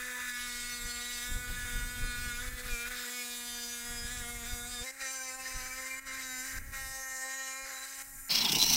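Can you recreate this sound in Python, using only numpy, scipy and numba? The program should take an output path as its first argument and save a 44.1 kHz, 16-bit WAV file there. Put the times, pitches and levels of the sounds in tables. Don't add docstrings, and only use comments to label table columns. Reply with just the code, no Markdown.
import sys
import numpy as np
from scipy import signal
from scipy.fft import rfft, irfft
from scipy.io import wavfile
from scipy.ndimage import uniform_filter1d, map_coordinates
from numba import njit

SR = 44100
rng = np.random.default_rng(int(sys.argv[2]) if len(sys.argv) > 2 else 0)


def generate_wav(signal):
    frames = np.transpose(np.atleast_2d(signal))
    scaled = np.clip(frames, -1, 1) * 32767
    pcm = np.round(scaled).astype(np.int16)
    wavfile.write(sys.argv[1], SR, pcm)


def voltage_ratio(level):
    return 10 ** (np.asarray(level, float) / 20)


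N = 386316

MOVE_S, CLOSE_S = 4.84, 8.29
# t/s, scale for the ring, scale for the grind
RESTLESSNESS = [(0.0, .8, .9), (.35, .35, 1), (1.25, .35, 1), (1.4, .35, .7), (2.2, .35, .7), (2.4, .8, .9),
                (2.68, .8, .9), (2.72, .3, .5), (2.84, .3, .5), (2.9, .8, .9), (3.2, .6, .55),
                (4.05, .6, .45), (4.2, .9, .6), (4.83, 1, .5), (5.1, 1, .8), (6.2, 1.1, .9), (6.3, .5, .6),
                (6.8, .5, .6), (7.6, .5, .7), (7.7, 1, 1), (8.28, 1, 1)]


def in_time(rows):
    s, *columns = np.transpose(rows)
    return [np.interp(np.arange(N) / SR, s, c) for c in columns]


def spells(rows, rise_s, fall_s):
    t = np.arange(0, N + 32, 32) / SR
    out = np.zeros(len(t))
    for start, length, size in rows:
        rise = np.clip((t - start) / rise_s + .5, 0, 1)
        fall = np.clip((start + length - t) / fall_s + .5, 0, 1)
        out += size * rise * fall
    return np.interp(np.arange(N) / SR, t, out)


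def rms_one(x):
    return x / np.sqrt(np.mean(x ** 2) + 1e-20)


def coloured(x, points):
    hz = np.maximum(np.fft.rfftfreq(N, 1 / SR), 1)
    hz_at, db = np.transpose(points)
    return irfft(rfft(x) * voltage_ratio(np.interp(np.log(hz), np.log(hz_at), db)), N)


def band(x, low_hz, high_hz):
    return signal.sosfilt(signal.butter(4, [low_hz, high_hz], "band", fs=SR, output="sos"), x)


def evened(x, over_s):
    return x / np.sqrt(uniform_filter1d(x ** 2, int(over_s * SR)) + 1e-20)


def drift(shape, rate):
    r = np.exp(-2 * np.pi * rate)
    noise = rng.standard_normal((shape[0], shape[1] + 500))
    return rms_one(signal.lfilter([1], [1, -2 * r, r * r], noise)[:, 500:])


def blend(share, pattern, grit):
    return np.sqrt(share) * pattern + np.sqrt(1 - share) * grit


def resonance(x, hz, width_hz):
    r = np.exp(-np.pi * max(width_hz, 5) / SR)
    return signal.lfilter([(1 - r * r) / 2, 0, (r * r - 1) / 2], [1, -2 * r * np.cos(2 * np.pi * hz / SR), r * r], x)


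@njit
def moving_resonance(x, hz, r, sr):
    y = np.zeros(len(x))
    for i in range(2, len(x)):
        driven = (1 - r * r) / 2 * (x[i] - x[i - 2])
        y[i] = driven + 2 * r * np.cos(2 * np.pi * hz[i] / sr) * y[i - 1] - r * r * y[i - 2]
    return y


def motor():
    # f/Hz, level/dB rms
    tone_rows = [(1034, -69.5)]
    # f/Hz, relative level/dB per Hz
    fan_colour = [(60, -13), (150, 9.5), (400, 4), (750, 10), (1000, 11), (2000, 11), (3300, -3),
                  (8000, 14), (15600, -39)]
    t = np.arange(N) / SR
    tone = sum(voltage_ratio(db) * np.sqrt(2) * np.sin(2 * np.pi * hz * t) for hz, db in tone_rows)
    fan = rms_one(coloured(rng.standard_normal(N), fan_colour))
    return voltage_ratio(-66) * fan + tone * (t < MOVE_S)


def wind():
    # t/s, level/dB
    strength = [(0.0, -62), (0.8, -48), (1.1, -56), (1.32, -42.5), (2.0, -37.5), (2.7, -47), (2.95, -50),
                (3.1, -77), (3.5, -55), (3.76, -63), (3.9, -44.5), (4.55, -46), (4.83, -53.5), (4.88, -73),
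                (5.15, -71), (5.5, -56), (5.65, -47), (5.86, -64.5), (6.1, -55.5), (6.44, -63), (6.56, -42),
                (6.9, -48.5), (7.05, -61), (7.3, -71), (7.9, -69), (8.2, -50.5), (8.32, -58), (8.76, -44)]
    # f/Hz, relative level/dB per Hz
    wind_colour = [(20, 2.5), (40, -7.5), (80, -12.5), (110, -16.5), (160, -16.5), (320, -39), (700, -49.5),
                   (1500, -50)]
    # t/s, size/dB over the wind, before the scaling and offset below
    buffets = [(.02, 12), (.41, 4), (.56, 4), (.86, 14), (1.315, 9), (1.36, 8), (1.51, 8), (1.55, -2),
               (1.765, 4), (1.79, 5), (1.825, 6), (2.043, 9.5), (2.27, 8), (2.48, 7), (2.545, 9),
               (2.665, 14), (2.73, 15.5), (4.051, 6.5), (4.22, 8), (4.53, 11), (4.75, 4), (4.82, 11),
               (5.03, 16), (5.561, 14), (6.59, 3), (7.64, 14)]
    buffet_s, push_s = 0.015, 0.0057
    t = np.arange(N) / SR
    steps = N // 100 + 1
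    lumps = np.interp(np.arange(N) / 100, np.arange(steps), voltage_ratio(1.65 * drift((1, steps), 0.031)[0]))
    colour = [(4.3, -62)] + wind_colour + [(4000, -81)]
    gusts = evened(coloured(rng.standard_normal(N) * lumps, colour), 0.28)
    steady_db = in_time(strength)[0]
    wind_db = steady_db + sum(0.74 * db * np.exp(-.5 * ((t - s) / buffet_s) ** 2) for s, db in buffets)
    pushes = sum(voltage_ratio(db) * (t - s) / push_s * np.exp(-.5 * ((t - s) / push_s) ** 2) for s, db in buffets)
    upper = voltage_ratio(0.062 * (wind_db + 9.0)) * band(gusts, 154.0, 2400)
    return voltage_ratio(steady_db + 2.5) * pushes + voltage_ratio(wind_db) * (0.83 * gusts + upper)


def close_cut():
    # t/s, scream level/dB rms, knock level/dB
    bites = np.array([(8.305, -31.5, -60), (8.3192, -33, -66), (8.3513, -25, -68), (8.381, -26, -63),
                      (8.413, -25, -38), (8.434, -40, -36), (8.451, -24.5, -45), (8.487, -25.5, -40),
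                      (8.5223, -28, -35.5), (8.5538, -26.5, -30.5), (8.5856, -26, -53), (8.6, -28, -46),
                      (8.619, -25, -39), (8.633, -28, -53), (8.66, -29.5, -40), (8.6976, -25.5, -35),
                      (8.732, -26, -42)])
    # t/s, scream level/dB, upper over lower scream/dB, hiss level/dB, rumble level/dB,
    # lower scream f/Hz, upper scream f/Hz
    between = [(8.3, -30.5, -5, -44.5, -39, 4260, 5300), (8.35, -32, 1.5, -40, -38.5, 4270, 5300),
               (8.42, -37, -4, -44.5, -38.5, 4150, 5550), (8.47, -38.5, -7, -44, -40, 3460, 5450),
               (8.54, -37, 1, -40, -41, 3560, 5600), (8.58, -34.5, -5, -43, -45, 4000, 5700),
               (8.62, -31, -1.5, -42.5, -41.5, 4050, 5700), (8.69, -30.5, 1.5, -38, -42, 4320, 5870),
               (8.76, -28.5, 4.5, -35.5, -37.5, 4400, 5900)]
    # f/Hz, relative level/dB per Hz
    grit_colour = [(59, -47), (100, -17), (220, -7), (320, -20.5), (531, -16), (944, -11.5), (1710, -15),
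                   (2870, 0), (3730, 13.5), (4070, 7), (5770, 4), (6400, -17), (8320, -39), (14100, -120)]
    # f/Hz, relative level/dB per Hz
    hiss_colour = [(3760, -26), (6400, -9), (6640, -6), (8500, -5), (9400, -9), (11800, -10.5), (12800, -2),
                   (14300, -7), (15600, 0)]
    # f/Hz, width/Hz, level/dB relative to each other
    resonances = [(2340, 120, -9), (2920, 170, 5.5), (3330, 61, 1.5), (4050, 100, 5.5), (4430, 96, 2.5),
                  (5300, 83, -3)]
    # t/s, level/dB relative to each other, treble within the crack/dB
    chip_rows = [(8.4487, -17, -9), (8.521, -15.5, -3), (8.555, -17, -6), (8.5859, -15, -6),
                 (8.6007, -20, -8), (8.6167, -16, -8), (8.6264, -14, -12), (8.6365, -18, -14),
                 (8.6544, -26, -11), (8.6986, -19, -6), (8.732, -19, -8), (8.7457, -15, -8)]
    chip_s = 0.0019
    t = np.arange(N) / SR
    scream_db, upper_db, hiss_db, rumble_db, centre_hz, upper_hz = in_time(between)

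    since = t - bites[:, :1] - .006
    swell = np.exp(-.5 * (since / np.where(since < 0, .0075, .007)) ** 2)
    bite = np.sqrt(voltage_ratio(2 * bites[:, 1]) @ swell ** 2)
    knock_rise = np.clip((since + 0.0034) / 0.0057, 0, 1)
    knock = voltage_ratio(bites[:, 2]) @ (knock_rise * np.exp(-(since + 0.0055).clip(0) / 0.022))

    grains = rng.standard_normal(N) * voltage_ratio(3.5 * np.minimum(rng.exponential(1, N), 5))
    grit = rms_one(coloured(grains, grit_colour))
    flutter = drift((len(resonances), int(200 * N / SR) + 2), 0.069)
    rung = grit.copy()
    for (hz, width_hz, db), f in zip(resonances, flutter):
        flutter_db = 4.6 * np.interp(t * 200, np.arange(len(f)), f)
        rung += voltage_ratio(db + 10.5 + flutter_db) * resonance(grains, hz, width_hz)

    lower = evened(band(rung + 2.4 * moving_resonance(rung, centre_hz, 0.98, SR), 1980, 5000), .06)
    upper = grains + 4.5 * moving_resonance(grains, upper_hz, .984, SR)
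    upper = upper + 3.5 * moving_resonance(grains, upper_hz - 330, .985, SR)
    tilt = voltage_ratio(upper_db)
    scream = (lower + tilt * evened(band(upper, 4700, 6400), .06)) / np.sqrt(1 + tilt ** 2)
    scream = np.hypot(voltage_ratio(scream_db), bite) * scream

    hiss = rms_one(band(coloured(grains, hiss_colour), 6350, 16600))
    hiss = voltage_ratio(hiss_db) * (1 + 1.1 * swell.sum(axis=0)) * hiss
    rumble = voltage_ratio(rumble_db) * rms_one(band(grit, 96, 2040))
    knocks = knock * rms_one(band(grains, 130, 425) + 0.54 * band(grains, 603, 1070))
    dull, bright = rms_one(band(grains, 2870, 5600)), rms_one(band(grains, 6300, 14000))
    chips = np.zeros(N)
    for s, db, treble_db in chip_rows:
        decay = np.exp(-(t - s).clip(0) / chip_s) * (t > s)
        chips += voltage_ratio(db - 7.5) * decay * (dull + voltage_ratio(treble_db) * bright)
    return (scream + hiss + rumble + knocks + chips) * np.clip((t - CLOSE_S) / 0.011, 0, 1)


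def rim_pattern(turns, favoured, ring_boost_db, wander_db, patch_db, slip):
    # start t/s, length/s, change/dB
    sing_lists = [
        [(0, 0.35, -4.5), (1.6, 0.43, -5), (2.8, 0.19, -4), (3.6, 0.47, -4), (4.2, .2, 3.5), (4.65, .15, 2),
         (4.86, 0.69, -1.5), (5.65, 0.097, 5), (5.8, .2, -10), (6.8, .2, -2), (7.2, 0.19, -7), (7.4, 0.17, 3)],
        [(0, 0.22, -7), (.22, 0.15, 2.5), (1.25, 1.15, 5), (2.42, 0.24, -11), (2.68, 0.21, 5), (3.2, 0.22, -4),
         (4.45, 0.074, 0), (4.54, 0.044, -6), (4.6, 0.072, 6), (4.69, .04, -8), (5.18, 0.053, 10),
         (5.25, .04, -10), (5.36, .02, -6), (5.42, .12, -11), (5.8, 0.039, 4), (6.1, 0.53, 5)],
        [(0, 0.44, 4.5), (.6, 0.45, -3), (1.25, 0.11, 5), (1.56, 0.082, 11), (2.0, 0.33, 3.5), (2.44, 0.11, 4),
         (2.86, .25, 0.5), (3.8, 0.24, 1.5), (4.03, .14, 5), (4.25, 0.165, -9), (4.55, .05, -6),
         (4.61, 0.05, 6), (5.02, 0.048, 8), (5.44, 0.036, 8), (5.5, .12, -5), (5.66, .34, 2), (6.8, 0.7, 6)],
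        [(.4, 0.52, 2.5), (1.1, .13, 4), (1.25, .7, 0.5), (3.0, .15, 3), (3.6, 0.21, -8), (4.45, 0.42, -4),
         (4.86, .05, 12.5), (5.2, .13, -2), (5.31, .03, -9), (5.35, .06, 4), (5.44, .04, 9), (5.83, 0.6, 6),
         (7.42, 0.35, 5.5)],
        [(0, 0.32, -11), (.3, 2.3, 5), (3.12, 0.11, 9), (4.2, 0.19, 7), (4.62, .05, 9), (5.08, 0.25, 4.5),
         (5.6, 0.15, 5), (5.9, 0.055, 11), (6.2, 0.24, 1), (6.45, 0.15, -8), (6.8, 0.58, -4), (7.5, 0.14, 6)],
        [(1.4, .2, 5.5), (2.0, 0.41, 5.5), (2.68, 0.19, 11.5), (3.12, 0.31, 7), (4.2, 0.25, -6),
         (5.3, 0.26, 6.5), (5.8, .3, -11), (6.8, 0.53, -4)],
        [(.5, 0.54, 1.5), (3.85, .2, 5), (4.12, 0.19, 2)],
        [(.3, 0.99, 2), (1.28, .1, 4), (2.3, .12, 6), (3.1, .1, 3), (3.3, .15, 3), (4.48, 0.046, 6),
         (4.6, .08, 8), (4.76, 0.058, 9), (6.22, .2, 5), (7.25, .4, 4)],
        [(1.0, .15, 5), (3.25, .18, 7), (4.6, .08, 8), (7.4, .25, 5)],
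        [(3.3, .45, 3), (4.48, .12, 7), (7.0, .3, 8)],
        [(.3, .13, 5), (1.2, .1, 7), (3.15, .2, 4), (3.78, 0.29, 10), (4.68, .1, 5)],
        [(.64, .12, 5), (.98, .2, 3.5), (1.21, .05, 6), (3.4, .65, 4.5), (4.7, .1, 4)],
    ]
    multiples = np.array([5, 6, 7, 8, 9, 10, 14, 15, 16, 20, 21, 25])
    sing_edge_s = 0.024
    order = np.arange(1, 65)[:, None]
    count = int(turns[-1]) + 2

    def each_turn(curve):
        return np.interp(np.arange(count), turns, curve)

    steadier = np.clip(order / 5.6, 0, 1)
    unrest = np.where(order <= 10, *[each_turn(c) for c in in_time(RESTLESSNESS)])
    slow = np.where(order <= 10, .33, .9) * np.minimum(drift((64, count), .006), 1.3)
    own = slow + 1.2 * unrest * drift((64, count), .09)
    patches = rms_one(uniform_filter1d(drift((64, count), 0.011), size=4, axis=0))
    patches = np.where(order <= 10, .35, .6) * patches
    nearest = np.round(each_turn(favoured))
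    sung_db = ring_boost_db * uniform_filter1d(1.0 * (order == nearest), size=5, axis=1)
    sung_db[multiples - 1] += [each_turn(spells(rows, sing_edge_s, sing_edge_s)) for rows in sing_lists]
    strength = voltage_ratio(steadier * (wander_db * own + patch_db * patches) + sung_db)

    slips = drift((64, count), 0.011) + unrest * drift((64, count), .1)
    phase = rng.uniform(0, 2 * np.pi, (64, 1)) + slip * np.sqrt(order) * slips
    spectra = np.zeros((count, 257), complex)
    spectra[:, 1:65] = (strength * np.exp(1j * phase)).T
    waves = irfft(spectra, 512)
    waves = np.hstack([waves, waves[:, :1]])
    return rms_one(map_coordinates(waves, [turns, 512 * (turns % 1)], order=1))


def blade_modes(x, modes, flutter_db):
    # start t/s, length/s, near f/Hz, change/dB
    presses = np.array([(.3, 0.98, 3650, 5), (.4, 0.56, 6800, 7), (.5, 0.76, 4400, 12), (.7, 0.55, 7450, 7),
                        (.9, 0.42, 12400, 2), (1.203, .7, 13200, 8), (1.5, 0.76, 8200, 4),
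                        (1.504, 1, 10750, 5.5), (2.253, 0.18, 3650, 0), (2.9, 0.16, 3650, 3),
                        (3.0, 0.35, 7450, 2), (3.1, 0.55, 9700, 5), (3.2, 0.34, 10750, 3),
                        (3.308, .75, 12400, 0), (3.4, 0.7, 4950, 4), (3.5, 0.33, 6050, 11),
                        (3.55, 0.22, 6800, 11), (3.75, 0.23, 8200, 5), (3.2, 1.7, 3650, -3),
                        (4.59, 0.089, 3650, 5), (5.054, 0.25, 6150, 10.5), (5.05, .3, 7150, 3),
                        (5.1, 0.22, 5000, 4), (5.45, 0.23, 6150, 6), (6.25, 0.18, 7150, 7),
                        (6.3, .2, 13500, 3), (6.997, 0.23, 6150, 12), (7.0, 0.54, 8000, 3),
                        (7.303, 0.52, 7150, 6), (7.7, .15, 7150, 1)])
    edge_s = 0.033
    steps = np.arange(N) / 400
    flutter = flutter_db * drift((len(modes), N // 400 + 2), 0.045)
    nearest = np.abs(presses[:, 2:3] - np.array(modes)[:, 0]).argmin(axis=1)
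    out = x.copy()
    for k, (hz, width_hz, db) in enumerate(modes):
        pressed_db = spells(presses[nearest == k][:, [0, 1, 3]], edge_s, edge_s)
        mode_db = db + np.interp(steps, np.arange(len(flutter[k])), flutter[k]) + pressed_db
        out += voltage_ratio(mode_db) * resonance(x, hz, width_hz)
    return out


def cutting():
    # t/s, speed/turns per s
    speed_rows = [
        [(0.0, 247.7), (0.07, 249.6), (0.29, 246.6), (0.32, 244.4), (0.42, 245.1), (0.55, 242.6), (0.75, 242.9),
         (0.81, 241.0), (0.89, 242.1), (0.93, 241.0), (1.14, 243.3), (1.2, 241.0), (1.26, 244.3), (1.43, 246.3),
         (1.79, 242.6), (1.92, 245.3), (2.12, 243.9), (2.18, 242.0), (2.23, 245.8), (2.34, 239.5),
         (2.46, 248.2), (2.56, 249.6), (2.6, 247.0), (2.64, 249.6), (2.66, 248.6), (2.77, 234.9), (2.81, 238.4),
         (2.84, 237.5), (2.91, 249.0), (3.08, 242.2), (3.15, 246.0), (3.25, 242.2), (3.42, 241.2),
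         (3.47, 242.6), (3.54, 239.8), (3.73, 239.8), (3.82, 237.6), (3.87, 240.3), (3.91, 240.3),
         (4.01, 238.0), (4.08, 240.1), (4.13, 246.4), (4.24, 238.5), (4.32, 239.7), (4.45, 234.7),
         (4.49, 244.3), (4.59, 238.9), (4.65, 239.4), (4.69, 244.2), (4.72, 244.9), (4.79, 240.6),
         (4.83, 240.5)],
        [(4.85, 260.8), (4.9, 261.2), (4.93, 269.6), (5.01, 270.5), (5.08, 262.1), (5.14, 264.3), (5.2, 260.4),
         (5.33, 258.7), (5.38, 262.7), (5.57, 259.1), (5.62, 255.8), (5.67, 258.4), (5.7, 256.6), (5.8, 261.7),
         (5.84, 259.5), (5.89, 262.6), (5.94, 260.7), (6.01, 267.2), (6.06, 269.5), (6.09, 261.7),
         (6.16, 265.7), (6.31, 256.5), (6.41, 255.9), (6.46, 264.7), (6.58, 262.2), (6.6, 267.9), (6.66, 272.2),
         (6.89, 264.7), (6.95, 265.8), (7.2, 262.3), (7.36, 266.2), (7.48, 264.0), (7.62, 267.2), (7.66, 266.5),
         (7.7, 271.4), (7.72, 264.5), (7.78, 263.2), (7.83, 264.7), (7.86, 269.4), (8.28, 270.1)],
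    ]
    # t/s, ring level/dB, ring f/Hz,
    # grind level/dB, treble grit level/dB
    contact = [(0.0, -40.5, 1720, -52.5, -50), (0.35, -39.5, 1690, -48, -48), (0.5, -45, 2050, -46, -46),
               (1.25, -46.5, 1860, -47, -45.5), (1.45, -43, 1510, -50.5, -49),
               (1.6, -43, 1680, -48.5, -47.5), (1.87, -42.5, 1450, -50, -49),
               (2.4, -42, 1580, -47.5, -48.5), (2.66, -44, 1910, -50, -50.5),
               (2.74, -42, 2510, -46.5, -45.5), (2.86, -43, 1680, -49.5, -48.5),
               (3.12, -45, 2100, -45.5, -45), (3.3, -50.5, 2140, -47, -47), (3.65, -50.5, 1640, -50, -45.5),
               (4.1, -45.5, 1660, -50, -46), (4.45, -47.5, 1790, -50.5, -47), (4.83, -49, 1650, -45.5, -44),
               (4.86, -46, 2130, -49.5, -49.5), (5.04, -41, 1880, -49, -46.5),
               (5.12, -46.5, 2000, -47, -44.5), (5.6, -48, 1860, -48, -48), (5.95, -42, 2120, -50, -48.5),
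               (6.1, -43, 2100, -50.5, -50.5), (6.4, -46.5, 1600, -47.5, -44.5),
               (6.56, -43.5, 1850, -51.5, -49.5), (6.9, -46, 1850, -50, -48.5), (7.1, -43, 1840, -51, -45),
               (7.51, -42.5, 1910, -48, -45), (7.66, -48, 2110, -50, -50.5), (7.82, -50, 1640, -49.5, -47),
               (8.28, -47.5, 1640, -59, -43)]
    # t/s, level/dB
    finest = [(0.0, -51), (1.3, -50), (2.0, -50.5), (2.7, -50.5), (3.25, -47.5), (4.0, -50), (4.83, -51),
              (4.86, -53), (5.3, -52.5), (5.9, -52.5), (6.1, -55), (6.38, -50.5), (6.9, -49.5), (7.5, -55),
              (7.8, -53.5), (8.0, -49), (8.1, -45), (8.28, -47)]
    # t/s, hum at the turn rate/dB, drone level/dB,
    # second, third and fourth multiple within the drone/dB
    table_rows = [(0.0, -54, -58, 18, -1, -8), (0.19, -55.5, -51.5, 0, -10, 9),
                  (0.27, -54, -64.5, 2, -10, 6), (0.9, -53.5, -59.5, 2, -3, -6),
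                  (1.33, -56, -59, 1, -5, -3), (2.26, -53, -61.5, -0.5, -7, -3.5),
                  (2.6, -55, -54, 0.5, -13, -15), (3.43, -52.5, -57.5, 1, -1.5, -1.5),
                  (4.83, -52.5, -54.5, -0.5, -0.5, -12), (4.86, -61, -53.5, -5.5, -7, -12),
                  (5.37, -59.5, -51, -3, -0.5, -1.5), (6.06, -57, -55, -5.5, -9.5, 2),
                  (6.4, -52, -56.5, 0, 1, 2), (6.56, -57, -58.5, -6, -8, -2),
                  (6.79, -67, -53.5, -2.5, 0.5, 1), (7.35, -60.5, -51.5, -3.5, -0.5, 2),
                  (7.74, -64.5, -54.5, -0.5, -1.5, 2), (8.27, -62, -58.5, -4, 5, 5)]
    # f/Hz, relative level/dB per Hz
    first_colour = [(240, -43), (400, 10), (727, 3), (822, 2), (1000, -7), (1240, -2), (1490, 1),
                    (1910, -1.5), (2260, -4), (2800, -12), (3580, -12), (4370, -12), (4940, -16),
                    (8070, -16.5), (12500, -30.5), (15800, -33)]
    # f/Hz, relative level/dB per Hz
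    second_colour = [(240, -2), (400, -8), (1070, -13), (1320, -0.5), (1880, 2.5), (2400, -5.5),
                     (2640, -13.5), (2980, -14), (3320, -26.5), (3870, -17.5), (5420, -16), (6310, -13.5),
                     (7470, -9.5), (12500, -25), (15800, -27)]
    # f/Hz, level/dB
    grit_tilt = [
        [(400, -10), (1150, -9), (1500, -1), (2300, -2), (3100, -7), (3450, -3), (3750, 2), (4100, -3),
         (4500, -3), (5000, 2), (5600, 0), (6050, 3), (7000, 0), (12000, 1), (15600, 6)],
        [(400, -10), (1200, -8), (1600, 0), (2100, 1), (2700, -4), (3400, 1), (4000, 2), (4500, -2), (5200, 1),
         (7000, 0), (12000, 1), (15600, 6)],
    ]
    # f/Hz, width/Hz, mean level over the plain grind/dB
    first_modes = [(3650, 370, 7), (4400, 650, -9.5), (4950, 350, 3.5), (6050, 96, -1.5), (6800, 160, 2),
                   (7450, 560, 4.5), (8200, 420, 4), (9700, 590, -3.5), (10750, 320, 2), (12400, 360, 5),
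                   (13200, 300, 3), (14900, 400, 2)]
    # f/Hz, width/Hz, mean level over the plain grind/dB
    second_modes = [(3990, 260, 2.7), (5000, 570, 2), (6150, 360, 3.7), (7150, 240, 7.9), (8000, 740, 4.2),
                    (8960, 460, 4.4), (11700, 500, 3), (13500, 560, 4.6)]
    # start t/s, length/s, drop/dB before the shares below
    lifts = [(2.49, 0.083, 3.5), (2.615, 0.024, 3), (2.89, 0.013, 5), (4.912, 0.09, 7.5), (5.36, 0.028, 2),
             (5.998, 0.062, 8.5), (6.588, 0.14, 8.5), (7.855, 0.13, 2), (8.025, 0.26, 7)]
    lift_shares = [1.33, 1.3, 1.64, 1.23, 0.73]
    # start t/s, length/s,
    # loss of the repeating pattern in ring and in grind (0-1, before the powers below)
    shifts = np.array([(0.0, .31, .16, .42), (1.18, .08, .06, .14), (1.48, .24, .12, .22),
                       (2.18, .05, .02, .2), (2.41, .08, .45, .5), (2.49, .09, .25, .3),
                       (2.58, .11, .45, .5), (2.69, .16, 0, .1), (2.86, .07, .5, .6), (2.93, .2, .3, .42),
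                       (4.06, .16, .08, .28), (4.43, .07, .15, .35), (4.66, .06, .09, .15),
                       (4.82, .09, .22, .28), (4.91, .11, .55, .55), (5.02, .05, .08, .25),
                       (5.43, .09, .4, .3), (5.52, .08, .15, .1), (5.6, .09, .36, .22),
                       (5.69, .15, .12, .2), (5.84, .05, .3, .42), (5.89, .1, .08, .28),
                       (6.0, .23, .36, .52), (6.23, .06, .1, .28), (6.44, .2, .52, .62),
                       (6.64, .14, .2, .48), (7.65, .09, .7, .58), (7.74, .28, .45, .4),
                       (8.02, .14, .3, .7), (8.16, .13, .25, .6)])
    shift_edge_s, lift_off_s, land_s = .025, 0.006, 0.022
    t = np.arange(N) / SR
    second = t > MOVE_S

    steps = N // 200 + 2
    unsteady = np.interp(np.arange(N) / 200, np.arange(steps), drift((1, steps), .045)[0])
    speed = in_time(np.vstack(speed_rows))[0] + .45 * unsteady
    turns = np.cumsum(speed) / SR
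    count = int(turns[-1]) + 2

    def along_turns(values):
        return np.interp(turns, np.arange(count), values)

    ring_db, ring_hz, grind_db, fine_db = in_time(contact)
    finest_db, = in_time(finest)
    hum_db, drone_db, *table_db = in_time(table_rows)
    ring_lost = spells(shifts[:, [0, 1, 2]], shift_edge_s, shift_edge_s)
    grind_lost = spells(shifts[:, [0, 1, 3]], shift_edge_s, shift_edge_s)
    ring_share = np.clip(.96 - ring_lost, 0, 1)
    grind_share = np.clip(.99 - .2 * in_time(RESTLESSNESS)[1] - grind_lost, 0, 1)
    lifted_db = -np.outer(lift_shares, spells(lifts, lift_off_s, land_s))

    def placed(x):
        return np.where(second, rms_one(coloured(x, second_colour)), rms_one(coloured(x, first_colour)))

    fresh = rng.standard_normal(N)
    rim = placed(rim_pattern(turns, ring_hz / speed, ring_boost_db=2.0, wander_db=3.0, patch_db=2.6, slip=.09))
    grit = placed(np.where(second, coloured(fresh, grit_tilt[1]), coloured(fresh, grit_tilt[0])))
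    grit = grit * (1 + 0.63 * np.cos(2 * np.pi * turns))

    table_db = [db + 2.0 * along_turns(f) for db, f in zip(table_db, drift((3, count), 0.03))]
    drone = sum(voltage_ratio(db) * np.sin(2 * np.pi * k * turns + k * k) for k, db in zip((2, 3, 4), table_db))
    drone = blend(ring_share ** .08, evened(drone, 0.093), evened(band(grit, 394, 1040), 0.2))
    ring = blend(ring_share ** .75, rim, grit)
    grind = blend(grind_share ** .34, rim, grit)
    grind = np.where(second, blade_modes(grind, second_modes, 1.9), blade_modes(grind, first_modes, 2.1))

    chatter_db = 0.51 * along_turns(drift((1, count), 0.057)[0])
    surge_sizes_db = [1.58, 1.2, 1.6, 0.72, 0.58]
    surge_db = [size_db * along_turns(f) for size_db, f in zip(surge_sizes_db, drift((5, count), 0.028))]
    drone_db = drone_db + lifted_db[0] + surge_db[0]
    hum_db = hum_db + 0.34 * (lifted_db[0] + surge_db[0])
    out = voltage_ratio(hum_db) * np.sin(2 * np.pi * turns) + voltage_ratio(drone_db) * drone
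    ranges = [(ring_db, ring, 1150, 2700), (grind_db, grind, 2700, 6000),
              (fine_db, grind, 6000, 10500), (finest_db, grind, 10500, 18000)]
    for (db, source, low_hz, high_hz), lift_db, grip_db in zip(ranges, lifted_db[1:], surge_db[1:]):
        out += voltage_ratio(db + lift_db + grip_db + chatter_db) * evened(band(source, low_hz, high_hz), 0.079)
    return out * (t < CLOSE_S)


def scene():
    return np.tile(motor() + wind() + close_cut() + cutting(), (2, 1))


def low_pass(x):
    return signal.sosfilt(signal.butter(12, 17110, fs=SR, output="sos"), x)


def record(dry):
    steep = signal.ellip(14, .5, 85, 15780, fs=SR, output="sos")
    return low_pass(signal.sosfilt(steep, dry))


dry = scene()
out = record(dry)
generate_wav(out)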